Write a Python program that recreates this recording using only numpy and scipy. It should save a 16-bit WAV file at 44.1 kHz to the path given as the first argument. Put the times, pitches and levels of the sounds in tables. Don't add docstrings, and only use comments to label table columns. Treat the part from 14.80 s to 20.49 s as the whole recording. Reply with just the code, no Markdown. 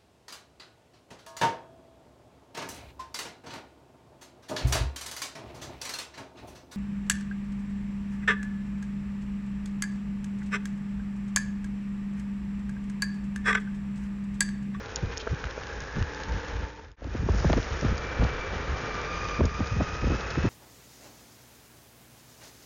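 import sys
import numpy as np
from scipy import signal
from scipy.fft import rfft, irfft
from scipy.io import wavfile
from scipy.ndimage import uniform_filter1d, minimum_filter1d

SR = 44100
rng = np.random.default_rng(int(sys.argv[2]) if len(sys.argv) > 2 else 0)


def put_to_file(sound):
    columns = np.atleast_2d(sound).T
    safe = np.clip(columns, -1, 1)
    whole_steps = np.round(safe * 32767)
    wavfile.write(sys.argv[1], SR, whole_steps.astype(np.int16))


N = 250929
TIME = np.arange(N) / SR
FADE_START_S, SILENCE_S, FADE_END_S = 1.755, 2.163, 2.37


# frequency in Hz, level in dB.
FAR_ROAR_SPECTRUM = [(100, 0), (270, -3.5), (350, -5), (720, -11), (1250, -7), (2100, -6.5), (2800, -9.5),
                     (4000, -11.5), (7000, -43)]
NEAR_ROAR_SPECTRUM = [(100, 0), (270, -4.5), (350, -3), (700, -8), (1020, -8.5), (1250, -2), (1900, -4.5),
                      (2300, -9), (3000, -12), (4000, -17), (7000, -33)]
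HISS_SPECTRUM = [(1000, -18), (2500, 4.5), (3500, -2.5), (4400, 1), (5400, 6.5), (6800, 1.5)]
# frequency in Hz, width in Hz, far lift in dB, near lift in dB.
BOARD_RESONANCES = [(477, 200, 15, 8), (894, 470, 9, 5.5), (1600, 680, 9, 2)]
# time in seconds, relative levels of roar and of hiss in dB.
ROLLING_LEVELS = [(0.3, -43, -52.5), (1.0, -43, -51), (1.7, -41, -51), (2.45, -48, -53), (2.6, -41.5, -43),
                  (3.0, -40.5, -46.5), (3.42, -40, -51), (4.44, -39.5, -47.5), (4.72, -45, -51.5),
                  (5.1, -41.5, -46.5), (5.69, -40, -48)]

def tyres(far_db=2.0, near_db=4.5, hiss_db=-2.5, flutter_db=1.12, crackle=0.96):
    roar_level, hiss_level = in_time(ROLLING_LEVELS)
    road = rng.standard_normal(N) + grains(per_s=2500, spread_db=0.5)
    far_modes = [(hz, width, db) for hz, width, db, _ in BOARD_RESONANCES]
    near_modes = [(hz, width, db) for hz, width, _, db in BOARD_RESONANCES]
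    far = from_db(far_db) * coloured(road, FAR_ROAR_SPECTRUM, far_modes)
    near = from_db(near_db) * coloured(road, NEAR_ROAR_SPECTRUM, near_modes)
    roar = from_db(roar_level) * np.where(TIME < SILENCE_S, far, near)
    fine_grit = rng.standard_normal(N) + crackle * grains(per_s=460, spread_db=3.0)
    hiss = coloured(fine_grit, HISS_SPECTRUM) * fade() ** 0.11
    surface = from_db(flutter_db * drift(34))
    return surface * (roar + from_db(hiss_level + hiss_db) * hiss)


# harmonic number, level in dB against the mean of whine and octave.
RASP_PARTIALS = [(3, -15.5), (4, -11.5), (5, -13.5)]

def motor(course, wobble=0.0013, throb_db=1.0, hum_db=-10.0, smear_db=-7.0):
    hz, whine_db, octave_db = in_time(course)
    phase = 2 * np.pi * np.cumsum(hz * (1 + wobble * drift(12))) / SR
    hum = from_db(hum_db) * np.sin(phase / 7)
    whine = np.sin(phase) + from_db(smear_db) * noise_band(phase, 100)
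    lean = np.interp(TIME, [3.836, 4.38, 6.75], [0, 1, 0])
    noise_share = 0.18 + 0.55 * lean
    octave = np.sqrt(1 - noise_share) * np.sin(2 * phase)
    octave += np.sqrt(noise_share) * noise_band(2 * phase, 110)
    mean_db = (whine_db + octave_db) / 2
    rasp = sum(from_db(mean_db + db) * noise_band(k * phase, 190) for k, db in RASP_PARTIALS)
    throb = from_db(throb_db * drift(36))
    return throb * (from_db(whine_db) * (hum + whine) + from_db(octave_db) * octave + rasp)


# time in seconds, pitch in Hz, whine in dB, octave in dB.
OUTER_MOTOR = [(0, 1245, -70, -61), (0.3, 1222, -62.5, -52.5), (1.3, 1251, -69.5, -63.5),
               (2.8, 1192, -53.5, -55), (3.3, 1170, -59, -45), (3.62, 1163, -57.5, -41.5),
               (3.87, 1166, -58, -48.5), (4.09, 1174, -54, -43), (4.16, 1163, -45, -43),
               (4.27, 1193, -41.5, -43), (4.33, 1214, -36.5, -43.5), (4.46, 1215, -34.5, -40),
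               (4.58, 1199, -38.5, -40.5), (4.65, 1198, -47, -53.5), (4.73, 1210, -39, -44),
               (4.9, 1235, -40, -45.5), (4.98, 1256, -45.5, -44), (5.11, 1260, -41, -44.5),
               (5.23, 1261, -44.5, -46), (5.36, 1293, -51, -46.5), (5.69, 1302, -50, -49.5)]
INNER_MOTOR = [(3.1, 1160, -68, -61), (3.33, 1155, -62, -48), (3.55, 1159, -54, -56),
               (3.85, 1205, -46.5, -57), (4.03, 1209, -48, -64), (4.15, 1199, -40.5, -65),
               (4.31, 1173, -47.5, -44), (4.47, 1131, -43.5, -58), (4.63, 1116, -50, -63),
               (4.9, 1189, -48, -58), (5.69, 1292, -61, -47)]

def hub_motors():
    return motor(OUTER_MOTOR) + motor(INNER_MOTOR)


# start in seconds, peak in dB, brightness in Hz.
GRIT_STRIKES = [(0.159, -11, 7100), (0.373, -22.5, 4730), (0.378, -20.5, 5600), (0.7105, -30.5, 3980),
                (0.835, -33, 3000), (1.004, -30, 5050), (1.347, -28.5, 3700), (1.436, -30, 5520),
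                (1.6851, -31, 4340), (1.966, -38.5, 5470), (2.116, -26, 4740), (2.7298, -19.5, 2460),
                (3.011, -27.5, 5000), (3.179, -26, 6300), (4.654, -22.5, 6200), (4.6595, -32, 5900),
                (4.872, -28, 4520), (5.505, -27, 4860)]

def grit(snap_db=7.0, scratch_t60_s=0.0082):
    out, t = np.zeros(N), np.arange(SR // 40) / SR
    decay = np.exp(-np.log(1000) * t / scratch_t60_s)
    for start, db, hz in GRIT_STRIKES:
        contact = from_db(snap_db) * (t == 0) + rng.standard_normal(len(t)) * decay
        band = signal.butter(2, [0.7 * hz, min(1.7 * hz, 7300)], "band", fs=SR, output="sos")
        snap = signal.sosfilt(band, contact)
        add(out, start, from_db(db) * snap / np.abs(snap).max())
    return out


# start in seconds, peak in dB, lower and upper roll-off in Hz.
BUMP_KNOCKS = [(0.469, -22, 352, 550), (0.4737, -16.5, 400, 1050), (0.6404, -20.5, 1290, 2000),
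               (0.67, -26, 1200, 1600), (0.7775, -24.5, 400, 650), (1.164, -26.5, 1300, 2600),
               (1.225, -24, 1500, 2800), (2.73, -15.5, 450, 2800), (3.4492, -18.5, 493, 900),
               (4.61, -22, 400, 1300), (5.556, -21.5, 400.5, 2000)]
# frequency in Hz, relative level in dB, 60 dB decay in seconds.
STRUCK_MODES = [(484, -0.5, 0.023), (650, -11, 0.037), (900, 0.5, 0.01), (1290, 5.5, 0.0087),
                (1600, 3, 0.006), (2130, 0, 0.0046), (2800, 0, 0.0065), (5600, -7, 0.006)]

def bumps(uneven_db=2.5, contact_s=0.0004):
    out, t = np.zeros(N), np.arange(SR // 10) / SR
    hz, mode_db, t60 = np.array(STRUCK_MODES).T[:, :, None]
    rings = np.sin(2 * np.pi * hz * t) * np.exp(-np.log(1000) * t / t60)
    attack = 1 - np.exp(-t / contact_s)
    for start, db, low_hz, bright_hz in BUMP_KNOCKS:
        strength = from_db(mode_db + uneven_db * rng.standard_normal(hz.shape))
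        strength /= 1 + (hz / bright_hz) ** 3
        strength /= 1 + (low_hz / hz) ** 3
        knock = attack * np.sum(rng.choice([-1, 1], hz.shape) * strength * rings, axis=0)
        add(out, start, from_db(db) * knock / np.abs(knock).max())
    return out


# start in seconds, length in seconds, relative level in dB.
WIND_GUSTS = [(0.257, 0.032, -37.5), (0.507, 0.016, -33), (0.644, 0.019, -33.5), (1.493, 0.071, -31),
              (1.735, .11, -34.5), (2.035, 0.082, -51), (2.235, 0.12, -39), (2.387, 0.074, -31.5),
              (2.511, 0.1, -27.5), (2.655, 0.14, -30), (2.924, 0.018, -30.5), (3.07, 0.078, -32),
              (3.397, 0.048, -23), (3.891, 0.049, -32), (4.138, 0.016, -43), (4.615, 0.044, -28),
              (4.741, 0.013, -36), (4.81, 0.015, -36), (4.936, 0.071, -30.5), (5.229, 0.12, -30.5),
              (5.588, 0.083, -32.5)]
# frequency in Hz, level in dB.
RUMBLE_SPECTRUM = [(15, -20), (30, -16.5), (50, 7), (76, 2), (115, -8), (200, -17.5), (350, -33.5),
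                   (700, -42.5), (2000, -76.5)]
FLAP_SPECTRUM = [(50, -17), (120, 0.5), (190, -4.5), (300, -10.5), (600, -14.5), (1000, -23), (1600, -37.5),
                 (4000, -63)]

def wind(far_db=-45.5, near_db=-41, swing_db=2.5, rumble_db=3.0, flap_db=-13.5, strong_db=-21.0):
    breeze = fade() * from_db(np.where(TIME < SILENCE_S, far_db, near_db) + swing_db * drift(9.6))
    gust_power = sum((from_db(db) * swell(start, length, attack_s=0.01, release_s=0.019)) ** 2
                     for start, length, db in WIND_GUSTS)
    flow_db = 10 * np.log10(breeze ** 2 + gust_power + 1e-12)
    rumble = coloured(rng.standard_normal(N), RUMBLE_SPECTRUM)
    rumble /= np.sqrt(uniform_filter1d(rumble ** 2, size=SR // 24) + 1e-9)
    flap = coloured(rng.standard_normal(N), FLAP_SPECTRUM)
    flap_level = strong_db + flap_db + 0.95 * (flow_db - strong_db) + 0.89 * drift(35)
    return from_db(flow_db + rumble_db) * rumble + from_db(flap_level) * flap


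# time in seconds, relative level in dB,
# tearing frequency of the core in Hz, approach in seconds, length of the thud in seconds.
EDDY_SLAPS = [(0.231, -19.5, 302, 0.004, 0.018), (0.537, -20, 192, 0.012, .005),
              (1.171, -22.5, 335, 0.0085, 0.0094), (1.186, -21.5, 420, 0.007, 0.014),
              (1.221, -20.5, 127, 0.012, 0.019), (2.221, -33, 746, 0.0012, .008),
              (2.246, -30, 770, .002, 0.013), (2.274, -27, 480, .005, 0.0063),
              (2.35, -21, 685, 0.00232, 0.0079), (2.433, -26, 380, 0.0062, .008),
              (2.467, -24, 530, 0.0048, 0.0073), (2.489, -14.5, 830, 0.0011, 0.014),
              (2.548, -21, 523, 0.0081, 0.012), (2.646, -11.5, 780, 0.00084, 0.024),
              (2.7, -14, 1120, 0.0036, 0.0091), (2.709, -13.5, 480, 0.0023, .013),
              (2.733, -12, 1290, 0.0022, 0.0063), (2.769, -17, 446, 0.0016, .006),
              (2.779, -14.5, 907, 0.004, .012), (3.028, -17, 450, 0.003, 0.0049),
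              (3.049, -16.5, 426, 0.0059, 0.028), (3.121, -22.5, 260, 0.013, 0.02),
              (3.392, -27, 400, 0.0059, 0.008), (3.407, -25, 231, 0.0042, 0.0069),
              (3.424, -18, 622, 0.006, 0.023), (4.597, -17.5, 473, 0.0051, 0.0067),
              (4.61, -10, 800, 0.0037, 0.017), (4.637, -18.5, 380, 0.0031, 0.0041),
              (4.65, -19, 524, 0.0047, 0.018), (4.798, -21, 450, 0.0037, 0.0048),
              (4.806, -17.5, 560, 0.0027, 0.023), (4.921, -20.5, 238, 0.004, 0.016),
              (4.948, -31, 230, 0.0077, .006), (4.969, -20.5, 350, 0.0053, 0.0094),
              (4.987, -31, 340, 0.0044, .01), (5.01, -14.5, 779, 0.006, 0.0089),
              (5.022, -18.5, 298, 0.0025, 0.013), (5.228, -21, 380, 0.0039, 0.0054),
              (5.241, -21, 606, 0.0027, .018), (5.273, -18.5, 446, 0.0047, 0.015),
              (5.305, -18.5, 510, 0.0035, 0.0094), (5.321, -18, 495, 0.0034, 0.0078),
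              (5.344, -25, 517, 0.0018, 0.02), (5.581, -15.5, 377, 0.0058, 0.007),
              (5.644, -11.5, 480, 0.0017, 0.0035), (5.652, -13, 468, 0.0017, 0.012),
              (5.666, -19.5, 380, 0.0027, .012)]

def eddies(thud_hz=66.9, fall_s=0.0053, ragged=0.366, lumpy_db=2.0, tear_db=-12.5, tear_s=0.0044):
    out, lead = np.zeros(N), SR // 16
    t = np.arange(-lead, 2 * lead) / SR
    before, after = np.maximum(-t, 0), np.maximum(t, 0)
    for arrival, db, core_hz, approach, length in EDDY_SLAPS:
        jitter, lumps = rms_one(uniform_filter1d(rng.standard_normal((2, len(t))), size=SR // 400))
        nearness = np.exp(-before / approach - after / fall_s)
        hz = (thud_hz + (0.6814 * core_hz - thud_hz) * nearness) * np.exp(ragged * jitter)
        flutter = np.sin(2 * np.pi * (np.cumsum(hz) / SR + rng.random()))
        flutter *= (thud_hz / hz) ** 0.32
        unevenness = from_db(lumpy_db * uniform_filter1d(lumps, size=SR // 600))
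        thud = flutter * unevenness * np.exp(-(before / approach + after / length) ** 2 / 2)
        band = signal.butter(2, [0.4 * core_hz, 1.3 * core_hz], "band", fs=SR, output="sos")
        tear = rms_one(signal.sosfilt(band, rng.standard_normal(len(t))))
        tear *= np.exp(-before / approach - after / tear_s)
        add(out, arrival - lead / SR, from_db(db - 0.94) * (thud + from_db(tear_db) * tear))
    return out


# time in seconds, fundamental in Hz, level of the third harmonic in dB.
DRONE_COURSE = [(0.7, 274.5, -55), (0.88, 277, -51.5), (1.03, 275, -56), (1.12, 276, -56.5),
                (1.35, 288, -45), (1.55, 297, -45.5), (1.78, 296, -48), (2.05, 300, -44), (2.5, 300, -62)]

def wheel_drone(fundamental_db=-2.0, waver=0.008, smear_hz=26):
    hz, level_db = in_time(DRONE_COURSE)
    phase = 2 * np.pi * np.cumsum(hz * (1 + waver * drift(46))) / SR
    third = noise_band(3 * phase, smear_hz)
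    return from_db(level_db) * (from_db(fundamental_db) * np.sin(phase) + third)


# time in seconds, frequency in Hz, level in dB.
RING_COURSE = [(0.1, 1416, -60), (0.6, 1568, -51), (1.15, 1693, -42), (1.7, 1666, -49.5), (2.6, 1734, -53)]
# frequency in Hz, level in dB.
TICK_SPECTRUM = [(1000, -13), (2200, -3.5), (3500, -0.5), (6800, -8.5)]

def tread(ring_width_hz=110, throb_db=1.0, ticks_db=-58.0):
    hz, level_db = in_time(RING_COURSE)
    phase = 2 * np.pi * np.cumsum(hz) / SR
    ring = from_db(level_db + throb_db * drift(16)) * noise_band(phase, ring_width_hz)
    ticks = coloured(grains(per_s=45, spread_db=4.5), TICK_SPECTRUM)
    return ring + from_db(ticks_db) * ticks


# start in seconds, length in seconds, level in dB.
SAND_SCUFFS = [(0.321, 0.0092, -50), (0.399, 0.018, -41.5)]
# frequency in Hz, level in dB.
SCUFF_SPECTRUM = [(1200, -19), (3000, 1), (4500, -2), (6800, -11.5)]

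def scuffs(attack_s=0.003, release_s=0.0046):
    level = sum(from_db(db) * swell(start, length, attack_s, release_s)
                for start, length, db in SAND_SCUFFS)
    return level * coloured(grains(per_s=5000, spread_db=1.5), SCUFF_SPECTRUM)


def from_db(db):
    return 10 ** (np.asarray(db) / 20)


def rms_one(x):
    return x / np.sqrt(np.mean(x ** 2) + 1e-20)


def in_time(rows):
    times, *columns = np.transpose(rows)
    return [np.interp(TIME, times, column) for column in columns]


def drift(rate_hz):
    step, settle = 40, 2000
    pole = np.exp(-2 * np.pi * rate_hz * step / SR)
    noise = rng.standard_normal(N // step + settle + 2)
    slow = signal.lfilter([1], [1, -2 * pole, pole * pole], noise)[settle:]
    return np.interp(np.arange(N) / step, np.arange(len(slow)), rms_one(slow))


def noise_band(phase, width_hz):
    return (drift(width_hz) * np.sin(phase) + drift(width_hz) * np.cos(phase)) / np.sqrt(2)


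def coloured(x, spectrum, modes=()):
    hz = np.maximum(np.arange(N // 2 + 1) * SR / N, 1)
    points_hz, points_db = np.transpose(spectrum)
    db = np.interp(np.log(hz), np.log(points_hz), points_db)
    for centre, width, lift in modes:
        db += lift / (1 + (2 * (hz - centre) / width) ** 2)
    return rms_one(irfft(rfft(x) * from_db(db) * (hz < SR / 6), N))


def grains(per_s, spread_db):
    sizes = from_db(spread_db * np.minimum(rng.exponential(1, N), 4))
    return rms_one(sizes * rng.choice([-1, 1], N) * (rng.random(N) < per_s / SR))


def swell(start, length, attack_s, release_s):
    early, late = np.maximum(start - TIME, 0), np.maximum(TIME - start - length, 0)
    return np.exp(-np.minimum(early / attack_s + late / release_s, 20))


def fade():
    return np.interp(TIME, [FADE_START_S, SILENCE_S, FADE_END_S], [1, 0, 1])


def add(out, start_s, sound):
    start = int(start_s * SR)
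    out[start:start + len(sound)] += sound[:N - start]


def scene():
    board = tyres() + tread() + hub_motors() + wheel_drone() + grit() + scuffs() + bumps()
    gap = np.minimum(np.abs(TIME - SILENCE_S) / 0.021, 1)
    return (fade() * board + gap * (wind() + eddies()))[None]


def record(dry, ceiling=0.195, release_db_per_s=500, cutoff_hz=6880):
    over_db = 20 * np.log10(np.maximum(np.abs(dry[0]) / ceiling, 1))
    held_db = -minimum_filter1d(-over_db, size=SR // 1000)
    release_ramp = release_db_per_s * TIME
    reduction_db = np.maximum.accumulate(held_db + release_ramp) - release_ramp
    limited = dry * from_db(-uniform_filter1d(reduction_db, size=SR // 1000))
    low_pass = signal.ellip(9, 0.2, 70, cutoff_hz, fs=SR, output="sos")
    return signal.sosfilt(low_pass, limited)


dry = scene()
out = record(dry)
put_to_file(out)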